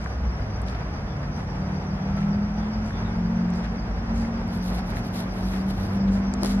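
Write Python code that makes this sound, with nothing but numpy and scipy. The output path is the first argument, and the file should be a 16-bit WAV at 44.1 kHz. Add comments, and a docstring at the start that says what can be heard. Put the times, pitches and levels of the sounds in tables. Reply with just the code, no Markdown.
"""Far traffic rumbles on a road bridge, heard from a dirt bank below at dusk: exhausts drone, tyres roar
and one engine slowly gathers speed. A faint high twitter comes round unevenly and a far bird whistles.
Whoever carries the microphone steps and scrapes softly on grit, and a sleeve rustles as its threads rub.
Near the end something clicks against the microphone's casing and sets it ringing."""
import sys
import numpy as np
from scipy import signal
from scipy.fft import rfft, irfft
from scipy.io import wavfile

SR = 44100
rng = np.random.default_rng(int(sys.argv[2]) if len(sys.argv) > 2 else 0)


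def unload_wav(signal):
    """Save mono or channel-first audio to the path in sys.argv[1] as 16-bit WAV at rate SR, clipped to [-1, 1]."""
    wavfile.write(
        sys.argv[1],
        SR,
        np.round(np.clip(np.atleast_2d(signal).T, -1, 1) * 32767).astype(np.int16),
    )


N = 291048
TIME = np.arange(N) / SR

# Sounds are pairs of rows: "mid" is what both ears share, "side" is how they differ.
# how wide the sound is at the microphone's two openings: f/Hz, side against mid/dB
STEREO_WIDTH = [(30, -41.5), (60, -71.5), (130, -26), (250, -13), (400, -7.5), (700, -5), (1000, 1),
                (1400, 3), (2400, 7), (3900, 9), (5200, 12), (8000, 7.5), (15000, 9)]


def from_db(db):
    """Turn decibels into a number to multiply by."""
    return 10 ** (np.asarray(db) / 20)


def rms_one(x):
    """Scale a signal to an average power of 1."""
    return x / np.sqrt(np.mean(x ** 2) + 1e-20)


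def in_time(points):
    """Join (time, value) points with straight lines, giving a value for every sample."""
    times, values = np.transpose(points)
    return np.interp(TIME, times, values)


def at_hz(points, hz):
    """Read between (frequency, value) points, with octaves evenly spaced."""
    f, value = np.transpose(points)
    return np.interp(np.log(np.maximum(hz, 1)), np.log(f), value)


def drift(rate_hz):
    """A smooth random wander of typical size 1; a higher rate wanders faster."""
    r = np.exp(-80 * np.pi * rate_hz / SR)
    draws = rng.standard_normal(N // 40 + 2002)  # one for every 40 samples
    slow = signal.lfilter([1], [1, -2 * r, r * r], draws)[2000:]
    return np.interp(np.arange(N) / 40, np.arange(len(slow)), rms_one(slow))


def coloured(x, spectrum):
    """Give a pair its tone colour (spectrum) and stereo width; the mid comes out with power 1."""
    hz = np.arange(N // 2 + 1) * SR / N
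    steep_ends = np.minimum(hz / spectrum[0][0], 1) ** 2 / np.maximum(hz / spectrum[-1][0], 1) ** 4
    mid, side = rfft(x) * from_db(at_hz(spectrum, hz)) * steep_ends
    pair = irfft(np.array([mid, side * from_db(at_hz(STEREO_WIDTH, hz))]), N)
    return pair / np.std(pair[0])


def noise(spectrum):
    """Smooth noise as a mid and side pair."""
    return coloured(rng.standard_normal((2, N)), spectrum)


def grains(spectrum, per_s, spread_db):
    """A dense patter of tiny clicks of uneven size."""
    sizes = from_db(spread_db * np.minimum(rng.exponential(1, (2, N)), 4))
    return coloured(sizes * rng.standard_normal((2, N)) * (rng.random(N) < per_s / SR), spectrum)


def ring(clicks, hz, ring_s):
    """Each click starts a pure tone that fades by 60 dB in ring_s seconds."""
    r, w = from_db(-60 / (ring_s * SR)), 2 * np.pi * hz / SR
    return signal.lfilter([0, np.sin(w)], [1, -2 * r * np.cos(w), r * r], clicks + 1e-18)


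def swell(s, length):
    """A bell-shaped rise and fall: 1 at time s, about a third one length away."""
    return np.exp(-np.minimum(((TIME - s) / length) ** 2, 50))


def phase_of(hz):
    """Add up a changing pitch into the angle of a wave."""
    return 2 * np.pi * np.cumsum(hz) / SR


def blurred_tone(hz, width_hz):
    """A far tone, smeared by arriving along many paths."""
    phase = 2 * np.pi * hz * TIME
    mid, side = [drift(width_hz) * np.sin(phase) + drift(width_hz) * np.cos(phase) for _ in range(2)]
    return np.array([mid, side * from_db(at_hz(STEREO_WIDTH, hz))])


def heavy_drone():
    """A heavy engine throbs as it slows, over the steadier boom of other exhausts."""
    # how often the engine fires: t/s, f/Hz
    firing_rate = [(0, 62.34), (.7, 60.2), (1.5, 57), (2.3, 55.8), (3.3, 54.2), (4.2, 51.68), (5, 49.23),
                   (6.6, 49.55)]
    # loudness of the drone: t/s, level/dB
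    drone_level = [(0, -32), (.3, -27.5), (.52, -40), (.66, -26.5), (.97, -54), (1.25, -39), (2.15, -49),
                   (2.8, -36.5), (3.2, -43.5), (4.15, -29), (4.4, -58), (4.7, -31), (5.18, -46),
                   (5.55, -30), (5.95, -39), (6.6, -39)]
    # tone colour of the boom: f/Hz, level/dB
    boom_colour = [(15, -18), (30, -2), (40, 8.5), (50, 19.5), (58, 8), (70, 1.5), (90, -24.5),
                   (130, -26.5)]
    phase = phase_of(in_time(firing_rate) * (1 + .07 * drift(8)))
    drone = np.sqrt(2) * np.sin(phase) * np.array([[1], [.02]])
    throb = from_db(in_time(drone_level) + 3.2 * drift(7))
    return throb * drone + from_db(-37) * noise(boom_colour)


def traffic():
    """Rumble and tyre roar from the bridge: the deep part surges, the rest grows a little as it nears."""
    # loudness of the deep part: t/s, level/dB
    deep_level = [(0, -32), (1.7, -30.5), (3.05, -35), (3.5, -33), (4.9, -33), (5.3, -35.5), (5.7, -31),
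                  (6.3, -36), (6.6, -34)]
    # tone colour of the rumble: f/Hz, level/dB
    rumble_colour = [(45, -4.5), (70, 8.5), (100, 8.5), (135, 4), (200, 5.5), (260, -1.5), (340, -10),
                     (600, -28.5)]
    # tone colour of tyres on the road: f/Hz, level/dB
    tyre_colour = [(150, 0.5), (300, -1.5), (420, 0.5), (510, 0.5), (740, 1.5), (1100, -5), (1500, -7.5),
                   (2100, -14), (2800, -22), (4300, -30.5), (6000, -33.5), (7500, -42), (11300, -42.5),
                   (13000, -52.5), (15500, -71.5)]
    rumble = noise(rumble_colour)
    deep = signal.sosfiltfilt(signal.butter(2, 140, fs=SR, output="sos"), rumble)  # below 140 Hz
    nearing_db = 0.17 * (TIME - TIME.mean())
    tyres = from_db(-38.5 + nearing_db + 0.92 * drift(16)) * noise(tyre_colour)
    return from_db(in_time(deep_level)) * deep + from_db(-32.5 + nearing_db) * (rumble - deep) + tyres


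def twitter():
    """A faint high pattern of wavering notes repeats unevenly over a shimmer; some notes ring out."""
    # blurred tones under the notes: f/Hz, width/Hz, level/dB
    shimmer = [(4820, 120, -70.5), (5400, 300, -71.5), (5720, 170, -71.5)]
    # notes of the pattern, timed from its start: t/s, f/Hz, level/dB, length/s
    pattern = [(.008, 4890, -62, .026), (.027, 5740, -66, .027), (.1, 5840, -66, .014),
               (.135, 5830, -62.5, .032), (.136, 4880, -61.3, .032), (.183, 4900, -64.5, .018),
               (.185, 5740, -68.5, .016), (.274, 5660, -62.5, .03), (.305, 4900, -62, .031),
               (.34, 5430, -64.5, .025), (.378, 5800, -66, .018)]
    # notes that carry much better: t/s, f/Hz, level/dB, length/s
    clear_notes = [(.345, 5430, -60, .025), (.555, 5830, -61, .03), (.94, 5810, -61, .03),
                   (1.32, 5800, -60, .014), (1.37, 5820, -58.5, .016), (1.505, 5680, -57, .026),
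                   (1.64, 4820, -60, .028), (1.745, 4820, -58, .025), (1.875, 5820, -58.5, .015),
                   (1.93, 4860, -60, .028), (2.345, 4870, -55, .02), (2.75, 4840, -57, .03),
                   (2.85, 5760, -60, .02), (2.99, 5820, -60, .03), (3.565, 4820, -60, .025),
                   (3.805, 4820, -58.5, .036), (4.495, 4810, -60, .018), (4.625, 5790, -59, .022),
                   (5.612, 4800, -58, .015), (6.02, 5450, -56.5, .026), (6.29, 5720, -56.5, .045),
                   (6.415, 5520, -58, .02)]
    repeat_s, slip_s = .408, .009  # notes slip a little early or late
    sink_hz_per_s, waver_hz, uneven_db = 15, 68, 2.6
    wide = np.array([[1], [3.3]])
    out = sum(from_db(db) * blurred_tone(hz, width_hz) for hz, width_hz, db in shimmer)
    for s, hz, db, length in pattern:
        from_peak = (TIME + slip_s * drift(2.2) - s + repeat_s / 2) % repeat_s - repeat_s / 2
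        pitch = hz - sink_hz_per_s * TIME + waver_hz * drift(110)
        note = np.exp(-(from_peak / length) ** 2) * np.sin(phase_of(pitch))
        uneven = from_db(uneven_db * np.array([drift(25), drift(25)]))
        out += from_db(db) * note * uneven * wide
    waver = phase_of(waver_hz * drift(110))
    clear = sum(from_db(db) * swell(s, length) * np.sin(2 * np.pi * hz * TIME + waver)
                for s, hz, db, length in clear_notes)
    flicker = .65 + .35 * np.array([drift(60), drift(60)])
    return out + clear * wide * flicker


def footsteps():
    """Each sole presses softly on dull soil and bright grit."""
    # steps on dirt: t/s, grit level/dB, soil level/dB, length/s
    steps = [(0.036, -64, -49, 0.07), (0.682, -61, -51, 0.035), (.76, -86, -49.5, 0.13),
             (1.38, -65, -66, 0.061), (2.191, -66, -44, 0.054), (2.865, -63.5, -50, 0.055),
             (3.56, -60.5, -58, 0.032), (3.644, -73, -45.5, 0.037), (4.178, -58, -52, 0.072),
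             (4.958, -63, -45.5, 0.058), (5.544, -62, -44, 0.057), (6.137, -58, -55, 0.051),
             (6.46, -52, -45, 0.087)]
    # tone colour of grit: f/Hz, level/dB
    grit_colour = [(1000, -9), (2500, -19), (4000, 5.5), (7000, 2.5), (11500, -3), (15500, -30)]
    # tone colour of soil: f/Hz, level/dB
    soil_colour = [(150, -12), (400, 4.5), (1400, 4), (2300, -1.5), (4000, -16), (6500, -23.5),
                   (12000, -52)]
    on_grit = on_soil = 0
    for s, grit_db, soil_db, length in steps:
        weight = swell(s, length * np.where(TIME < s, 0.5, 1.3))  # builds fast, dies away more slowly
        on_grit += from_db(grit_db) * weight
        on_soil += from_db(soil_db) * weight
    grit = on_grit * grains(grit_colour, per_s=6000, spread_db=3.0)
    soil = on_soil * grains(soil_colour, per_s=1800, spread_db=2.2)
    return grit + soil


def stones():
    """Small stones snap underfoot, each a tiny burst of noise around one pitch."""
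    # single snaps: t/s, peak level/dB, f/Hz
    snaps = [(0.044, -39.5, 6300), (0.059, -26, 1390), (.6175, -41, 9900), (.684, -35.5, 4500),
             (.697, -40, 4480), (0.75, -42, 4000), (0.789, -42, 1600), (1.825, -48, 4467),
             (2.169, -51, 12000), (2.906, -32, 1650), (3.503, -44, 6950), (3.537, -41.5, 5614),
             (3.649, -35, 1800), (3.78, -39, 1997), (4.249, -35, 1950), (4.478, -48, 9500),
             (4.575, -42, 9820), (4.785, -40, 3140), (4.934, -32, 1700), (4.969, -30, 1870),
             (5.246, -45, 3600), (6.087, -41, 3000), (6.338, -26.5, 6600)]
    out = np.zeros((2, N))
    t = np.arange(SR // 30) / SR
    fade = np.exp(-t / .0012) + .1 * np.exp(-t / .006)
    for s, db, hz in snaps:
        band = signal.butter(3, [hz * 0.74, min(hz * 1.24, SR / 2 - 1)], "band", fs=SR, output="sos")
        snap = signal.sosfilt(band, rng.standard_normal((2, len(t))) * fade)
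        snap /= np.abs(snap).max(axis=1, keepdims=True)
        at = round(s * SR)
        out[:, at:at + len(t)] += from_db(db) * snap * [[1], [1.3]]
    return out


def other_engines():
    """Other engines rise out of the rumble as unsteady low hums and sink back."""
    # brief hums: t/s, f/Hz, level/dB, length/s
    hums = [(0.578, 105, -33.5, 0.18), (1.197, 80.7, -39, 0.42), (2.151, 83, -42, 0.34),
            (3.05, 102.1, -35, 0.23), (4.204, 89.7, -41, 0.32), (4.995, 112, -33.5, 0.2),
            (5.908, 99, -34, 0.38)]
    out = 0
    for s, hz, db, length in hums:
        phase = phase_of(hz * (1 + 0.0266 * drift(8)))
        out += from_db(db) * swell(s, length) * np.sqrt(2) * np.sin(phase)
    return out * np.array([[1], [.03]])


def scrapes():
    """Gravel grinds under a sliding sole, and one heel lands with a dull thud."""
    # slides of a sole: t/s, level/dB, length/s
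    slides = [(0.688, -55, .016), (0.754, -58, 0.013), (3.547, -60, 0.038), (3.645, -52.5, .022),
              (4.79, -48, .01), (4.97, -64, .02), (5.195, -53, 0.049), (6.086, -54, 0.014),
              (6.145, -59, .02), (6.453, -46.5, 0.028), (6.511, -54, .025)]
    # tone colour of scraped gravel: f/Hz, level/dB
    gravel_colour = [(1000, -7.5), (1800, 5), (2700, -3.5), (3800, 1), (5000, -6.5), (8000, -18),
                     (13000, -25)]
    # tone colour of the thud in the ground: f/Hz, level/dB
    thud_colour = [(220, -4), (330, 6), (480, -1), (800, -10)]
    grind = sum(from_db(db) * swell(s, length) for s, db, length in slides)
    gravel = grains(gravel_colour, per_s=1500, spread_db=2.0) * [[1], [.65]]
    heel = from_db(-31.5) * swell(6.445, length=0.024) * noise(thud_colour)
    return grind * gravel + heel


def speeding_engine():
    """An exhaust hums at multiples of a rising engine speed; distance leaves low tones and a dull rasp."""
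    # engine cycles per second: t/s, f/Hz
    speed = [(.9, 33.4), (1.55, 37.38), (2.3, 40.21), (3.0, 43.96), (3.6, 44.62), (4.2, 45.4), (5.1, 45.87),
             (5.7, 48.34), (6.6, 49.3)]
    # tone at 4 times that rate, swelling and fading on its way over the ground: t/s, level/dB
    fourth_level = [(.9, -36), (1.15, -38), (1.9, -34.5), (2.17, -28.5), (2.82, -41), (3.0, -34),
                    (3.5, -24), (3.85, -38), (4.7, -31.5), (4.95, -37.5), (5.68, -26), (5.88, -33.5),
                    (6.1, -20.5), (6.33, -28.5), (6.6, -20.5)]
    # tone at 5 times that rate: t/s, level/dB
    fifth_level = [(.9, -53), (1.5, -34.5), (2.05, -32.5), (2.35, -24.5), (2.7, -32), (2.98, -35),
                   (3.33, -27.5), (3.9, -41.5), (4.25, -29), (4.65, -37), (5.4, -41), (5.72, -47),
                   (6.05, -41), (6.6, -32)]
    # weaker tones: multiple of the rate, level against the two strong tones/dB
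    weak_tones = [(2, -22), (3, -27), (6, -31), (7, -31.5), (9, -30.5)]
    # the rasp opens up as the engine nears: t/s, level/dB
    rasp_level = [(4.0, -82), (5.4, -42.5), (5.9, -40.5), (6.6, -47.5)]
    # tone colour of the rasp: f/Hz, level/dB
    rasp_colour = [(230, 6.5), (320, 6), (430, -3.5), (520, -20.5), (900, -27.5)]
    flutter_db, flutter_hz = 1.5, 3.5  # moving air makes the strong tones flutter
    fourth, fifth = from_db(in_time(fourth_level)), from_db(in_time(fifth_level))
    phase = phase_of(in_time(speed) * (1 + 0.0047 * drift(12.4)))
    hum = fourth * from_db(flutter_db * drift(flutter_hz)) * np.sin(4 * phase)
    hum += fifth * from_db(flutter_db * drift(flutter_hz)) * np.sin(5 * phase)
    for multiple, db in weak_tones:
        gain = np.hypot(fourth, fifth) * from_db(db + 3.4 * drift(4.9))
        hum += gain * np.sin(round(multiple) * phase + rng.uniform(0, 2 * np.pi))
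    hum *= 1 + .12 * drift(26)  # the exhaust is a little rough
    fade_in = np.clip((TIME - .8) / 0.36, 0, 1)
    rasp = from_db(in_time(rasp_level)) * noise(rasp_colour)
    return np.sqrt(2) * hum * fade_in * np.array([[1], [.03]]) + rasp


def bird_calls():
    """A far bird gives thin whistles that arch in pitch and scatter a little on the way."""
    # calls: t/s, f/Hz, glide/(Hz per s), level/dB, length/s
    calls = [(1.11, 3540, 500, -59.5, .042), (2.01, 3400, -200, -63.5, .07), (2.62, 3530, -600, -60, .048),
             (2.96, 3590, -400, -56.3, .04), (3.075, 3770, -3200, -56, .028)]
    # close whistles that make up a call: distance from its pitch/Hz, level/dB
    whistles = [(0, 0), (-160, -2.5), (-320, -10), (160, -12)]
    arch_hz = 70  # the pitch bends down this far, one length from the middle
    out = 0
    for s, hz, glide, db, length in calls:
        from_peak = np.clip(TIME - s, -2 * length, 2 * length)
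        pitch = hz + glide * from_peak - arch_hz * (from_peak / length) ** 2
        phase = phase_of(pitch * (1 + .004 * drift(60)))
        direct = sum(from_db(whistle_db) * np.sin(phase + 2 * np.pi * apart_hz * TIME)
                     for apart_hz, whistle_db in whistles)
        scattered = .25 * blurred_tone(hz - arch_hz, width_hz=95)
        out += from_db(db) * swell(s, length) * (direct * np.array([[.8], [1.5]]) + scattered)
    return out


def far_whines():
    """Thin, blurred whines come briefly from the traffic."""
    # whines: t/s, f/Hz, level/dB, length/s
    whines = [(2.22, 1325, -49.5, 0.27), (5.883, 440, -45.5, 0.069)]
    return sum(from_db(db) * swell(s, length) * blurred_tone(hz, width_hz=12)
               for s, hz, db, length in whines)


def sleeve():
    """Threads slip over each other in a fine bright hiss that builds up, catches and lets go."""
    # rubs of the sleeve: t/s, level/dB, rise/s
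    rubs = [(4.55, -58.5, 0.062), (4.68, -51.5, 0.051), (4.77, -55, 0.056), (4.9, -56.5, 0.04),
            (4.985, -55, 0.036), (5.07, -57, 0.033), (5.191, -48.5, 0.058), (5.411, -60, 0.13),
            (5.549, -55.5, 0.1), (5.703, -53, 0.028), (5.84, -56.5, 0.11), (5.95, -59.5, 0.037),
            (6.16, -70, 0.053), (6.505, -49, 0.054)]
    # tone colour of rubbing cloth: f/Hz, level/dB
    cloth_colour = [(800, -21), (2000, 1), (2900, 2.5), (3900, 4.5), (5000, 1), (6000, -3.5), (8000, -6),
                    (10500, 0), (12300, -0.5), (14000, -13), (15500, -17)]
    pressure = sum(from_db(db) * swell(s, np.where(TIME < s, rise, rise * 0.65)) for s, db, rise in rubs)
    hiss = grains(cloth_colour, per_s=5500, spread_db=1.5) * [[1], [1.15]]
    catching = from_db(1.5 * drift(29))
    return pressure * catching * hiss


def casing_knock():
    """A knock and its bounces ring the casing, which shakes the microphone's two openings unequally."""
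    # the knock and its bounces: t/s, level/dB
    knocks = [(6.433, -16), (6.447, -19.5), (6.4589, -20), (6.467, -25), (6.476, -27)]
    # tones the casing rings at: f/Hz, level/dB, time to fade by 60 dB/s
    casing_tones = [(320, -11, 0.0613), (384, -9, .06), (764, -4, 0.02), (1150, -14, 0.018),
                    (2382, -14, 0.0059)]
    # tone colour of the crack of each hit: f/Hz, level/dB
    crack_colour = [(800, 11.5), (2500, -10), (5200, 0.5), (7000, -10), (10800, 0.5), (12500, -11),
                    (15000, -19)]
    ringing = np.zeros(N)
    at = [round(s * SR) for s, db in knocks]
    for hz, db, ring_s in casing_tones:
        hit_db = np.array(knocks)[:, 1] + db + rng.standard_normal(len(at))
        clicks = np.zeros(N)
        clicks[at] = from_db(hit_db) * rng.choice([-1, 1], len(at))
        ringing += ring(clicks, hz, ring_s)
    contact = sum(from_db(db - 12) * swell(s + .0006, .0011) for s, db in knocks)
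    return ringing * np.array([[.45], [.55]]) + contact * noise(crack_colour)


def scene():
    """Add up the sounds and turn mid and side into left and right; the small sounds lean left."""
    road = heavy_drone() + traffic() + far_whines() + other_engines() + speeding_engine()
    small = twitter() + bird_calls() + footsteps() + stones() + scrapes() + sleeve() + casing_knock()
    to_ears = np.array([[1, 0.69], [1, -0.81]])
    return to_ears @ road + from_db([[1.2], [-1.2]]) * (to_ears @ small)


def record(dry):
    """Cut away the highest treble steeply."""
    cutoff_hz = 15600
    return signal.sosfilt(signal.ellip(10, .1, 90, cutoff_hz, fs=SR, output="sos"), dry)


dry = scene()
out = record(dry)
unload_wav(out)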